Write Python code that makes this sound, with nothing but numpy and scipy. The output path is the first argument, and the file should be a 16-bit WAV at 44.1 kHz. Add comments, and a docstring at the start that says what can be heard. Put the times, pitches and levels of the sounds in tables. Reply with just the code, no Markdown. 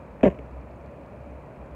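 """A dull, close knock in a vehicle workshop: something hits a well damped body, judders against it
for a twentieth of a second and settles with a few faint taps. Each contact rings the body and adds
a short scrape; a slow swing of the whole body gives the weight, the hall a short tail.
The bed is steady room noise, a low rumble that swells and sinks, and very faint regular ticks."""
import sys
import numpy as np
from scipy import signal
from scipy.fft import rfft, irfft, next_fast_len
from scipy.io import wavfile
from scipy.ndimage import map_coordinates

SR = 44100
rng = np.random.default_rng(int(sys.argv[2]) if len(sys.argv) > 2 else 0)


def persist_wave(psi):
    """Save psi, clipped to +-1, as 16-bit WAV."""
    counts = np.round(np.clip(psi, -1, 1) * 32767).astype(np.int16)
    wavfile.write(sys.argv[1], SR, np.atleast_2d(counts).T)


N = 77175

# runs of quick contacts: (start [s], rate [1/s], thud gain [dB], fade per contact [dB], scrape gain [dB])
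JUDDER_RUNS = [(0.2316, 251, -4, 1.6, -28.5), (0.2536, 188, -8, 0.68, -32)]
# length of each run: (contacts [count])
RUN_LENGTHS = [3, 6]
# single light contacts: (time [s], thud gain [dB], scrape gain [dB])
LIGHT_TAPS = [(0.2100, -45, -49.5), (0.2472, -12.5, -32.5), (0.3015, -29, -45.5), (0.3118, -35, -48.5),
              (0.3225, -29, -58.5), (0.3455, -30, -51), (0.3885, -29.5, -47)]
# resonances of the struck body: (frequency [Hz], gain [dB], T60 [s])
BODY_MODES = [(137.5, -11.5, 0.057), (181.5, -7, 0.046), (262, -1, 0.023), (371, -4.5, 0.028),
              (431.5, -4.5, 0.045), (527, -5, 0.024), (613.7, -2.5, 0.032), (712, -25.5, 0.049),
              (901, -22, 0.039), (986, -25.5, 0.086), (1080, -23, 0.054)]
# colour of the scrape: (frequency [Hz], gain [dB])
SCRAPE_EQ = [(300, -13), (900, -3), (1300, -6.5), (1850, 4.5), (2600, -1.5), (3300, -14.5), (4300, -34),
             (5600, -31.5), (7200, -29), (10000, -48), (15500, -45.5)]
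# colour of the hall's tail: (frequency [Hz], gain [dB])
HALL_EQ = [(100, -19), (3000, -9.5), (12000, 8.5)]
# swells of the rumble: (time [s], level [dB])
RUMBLE_SWELLS = [(0, -59.5), (0.201, -52.5), (0.299, -38.5), (0.36, -56), (0.41, -40.5), (0.47, -47),
                 (0.589, -39.5), (0.7, -50), (0.76, -47.5), (1.0, -56), (1.26, -47), (1.35, -42),
                 (1.53, -65), (1.62, -41.5), (1.68, -56), (1.72, -43)]
# colour of the dark room noise: (frequency [Hz], gain [dB])
AIR_EQ = [(20, -40), (40, -9.5), (62, -1), (90, -2.5), (140, 0), (190, -3.5), (260, -4.5), (350, -8),
          (480, -7.5), (620, -4.5), (780, -12), (1000, -13), (1400, -20.5), (2000, -26.5), (2650, -32),
          (3300, -43.5), (4500, -58.5), (8000, -84)]
# resonances in the room noise: (frequency [Hz], width [Hz], level [dB])
ROOM_BANDS = [(577, 81, -54), (2386, 430, -67.5)]
# colour of the thin hiss: (frequency [Hz], gain [dB])
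HISS_EQ = [(2000, -11.5), (4200, 3), (5500, -3), (7000, -1), (8400, -4), (9000, -1), (9700, -6),
           (15500, -9.5)]
# colour of the ticks: (frequency [Hz], gain [dB])
TICK_EQ = [(1500, -19), (4000, -4), (7000, -7), (9000, -34), (13000, -50.5)]

LOW_CUT_HZ, SOFT_HZ, LAG_S = 53, 896, 0.00036  # the soft contact dulls and delays the ring
SCRAPE_T60_S, RATTLE_T60_S, RATTLE_DB = 0.017, 0.045, -7.5
TOP_HZ = 15750


def knock():
    """Each contact sets the body ringing and gives a brief scrape with a softer, longer tail."""
    thud, scrape_power = np.zeros(N), np.zeros(N)
    for start, thud_db, scrape_db in contacts():
        ring = amp(thud_db) * body_ring()
        thud += np.interp(since(start + LAG_S) * SR, np.arange(len(ring)), ring, right=0)
        age = since(start)
        scrape_shape = decay(age, SCRAPE_T60_S) + amp(RATTLE_DB) * decay(age, RATTLE_T60_S)
        scrape_power += (amp(scrape_db) * scrape_shape) ** 2
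    softness = signal.butter(3, [LOW_CUT_HZ, SOFT_HZ], "bandpass", fs=SR, output="sos")
    return signal.sosfilt(softness, thud) + noise(SCRAPE_EQ, np.sqrt(scrape_power))


def contacts(jitter_s=0.00025, scrape_spread_db=2.5):
    """The slightly uneven judders, then the taps: (time [s], thud gain [dB], scrape gain [dB])."""
    hits = []
    for (start, rate, thud_db, fade_db, scrape_db), count in zip(JUDDER_RUNS, RUN_LENGTHS):
        for k in range(count):
            slip, roughness = rng.standard_normal(2) * (k > 0)  # each run opens without scatter
            time = start + k / rate + jitter_s * slip
            drop_db = fade_db * k
            hits.append((time, thud_db - drop_db, scrape_db - drop_db + scrape_spread_db * roughness))
    return hits + list(LIGHT_TAPS)


def body_ring(attack_s=0.0003, spot_spread_db=2):
    """One push on the damped body: neighbouring modes swing in opposition, the spot sets their mix."""
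    t = since(0)[:SR // 2]
    spot_db = spot_spread_db * rng.standard_normal(len(BODY_MODES))
    modes = sum((-1) ** k * amp(db + spot_db[k]) * decay(t, t60) * np.sin(2 * np.pi * hz * t)
                for k, (hz, db, t60) in enumerate(BODY_MODES))
    return modes * (1 - np.exp(-t / attack_s))


def heave(start_s=0.22, hz=71.7, gain_db=-17.5, rise_s=0.029, t60_s=0.23):
    """The whole body swings slowly after the blow: the low-end weight of the knock."""
    t = since(start_s)
    envelope = (1 - np.exp(-t / rise_s)) * decay(t, t60_s)
    return amp(gain_db) * envelope * np.sin(2 * np.pi * hz * t)


def hall_reverb(hit, gain_db=-1.5, t60_s=0.24):
    """The open hall answers weakly: a short tail that holds little low end."""
    tail = noise(HALL_EQ) * decay(since(0), t60_s)
    return amp(gain_db) * signal.fftconvolve(hit, tail / np.linalg.norm(tail))[:N]


def rumble(centre_hz=64, wander_hz=3.05, waver_db=1.5):
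    """A deep drone, unsteady in level and pitch, like a distant engine."""
    level_db = np.interp(since(0), *np.transpose(RUMBLE_SWELLS)) + waver_db * wobble(14)
    hz = centre_hz + wander_hz * wobble(8)
    return amp(level_db) * unit(np.sin(2 * np.pi * np.cumsum(hz) / SR))


def room_tone(air_db=-44, hiss_db=-77.5):
    """A steady bed of dark noise with two broad resonances and a thin hiss on top."""
    bands = np.zeros(N)
    for hz, width, db in ROOM_BANDS:
        band = filtered(rng.standard_normal(N), lambda f: 1 / (1 + (2 * (f - hz) / width) ** 2))
        bands += amp(db) * unit(band)
    return amp(air_db) * noise(AIR_EQ) + bands + amp(hiss_db) * noise(HISS_EQ)


def ticks(start_s=0.012, gap_s=0.05, level_db=-65.5, spread_db=1, t60_s=0.007):
    """Very faint, bright ticks, evenly spaced but uneven in strength."""
    times = np.arange(start_s, N / SR, gap_s)
    gains = amp(level_db + spread_db * rng.standard_normal(len(times)))
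    envelope = sum(gain * decay(since(time), t60_s) for time, gain in zip(times, gains))
    return noise(TICK_EQ, envelope)


def amp(db):
    """Decibels to gain."""
    return 10 ** (np.asarray(db) / 20)


def unit(x):
    """Scale to rms 1."""
    return x / np.sqrt(np.mean(x ** 2) + 1e-20)


def filtered(x, response):
    """Shape the spectrum of x with a gain curve over frequency."""
    size = next_fast_len(N + SR // 2)
    return irfft(rfft(x, size) * response(np.fft.rfftfreq(size, 1 / SR)), size)[:N]


def noise(eq, envelope=1):
    """Noise under an envelope (rms 1 without), then coloured by (frequency [Hz], gain [dB]) points."""
    eq_hz, eq_db = np.transpose(eq)
    white = envelope * rng.standard_normal(N)
    return filtered(white, lambda hz: unit(amp(np.interp(np.log(hz + 1), np.log(eq_hz + 1), eq_db))))


def wobble(rate):
    """A smooth random curve with rate knots a second."""
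    knots = rng.standard_normal(int(N * rate / SR) + 4)
    return map_coordinates(knots, [np.arange(N) * rate / SR])


def since(start):
    """Seconds elapsed after start, zero before it."""
    return np.maximum(np.arange(N) / SR - start, 0)


def decay(t, t60):
    """An exponential fall that starts when t leaves zero."""
    return (t > 0) * np.exp(-np.log(1000) * t / t60)


def scene():
    """The knock and its reverb over the workshop bed, in mono."""
    hit = knock() + heave()
    return (hit + hall_reverb(hit) + room_tone() + rumble() + ticks())[None]


def record(dry):
    """A brick-wall high cut takes off the very top."""
    return filtered(dry[0], lambda hz: hz < TOP_HZ)[None]


dry = scene()
out = record(dry)
persist_wave(out)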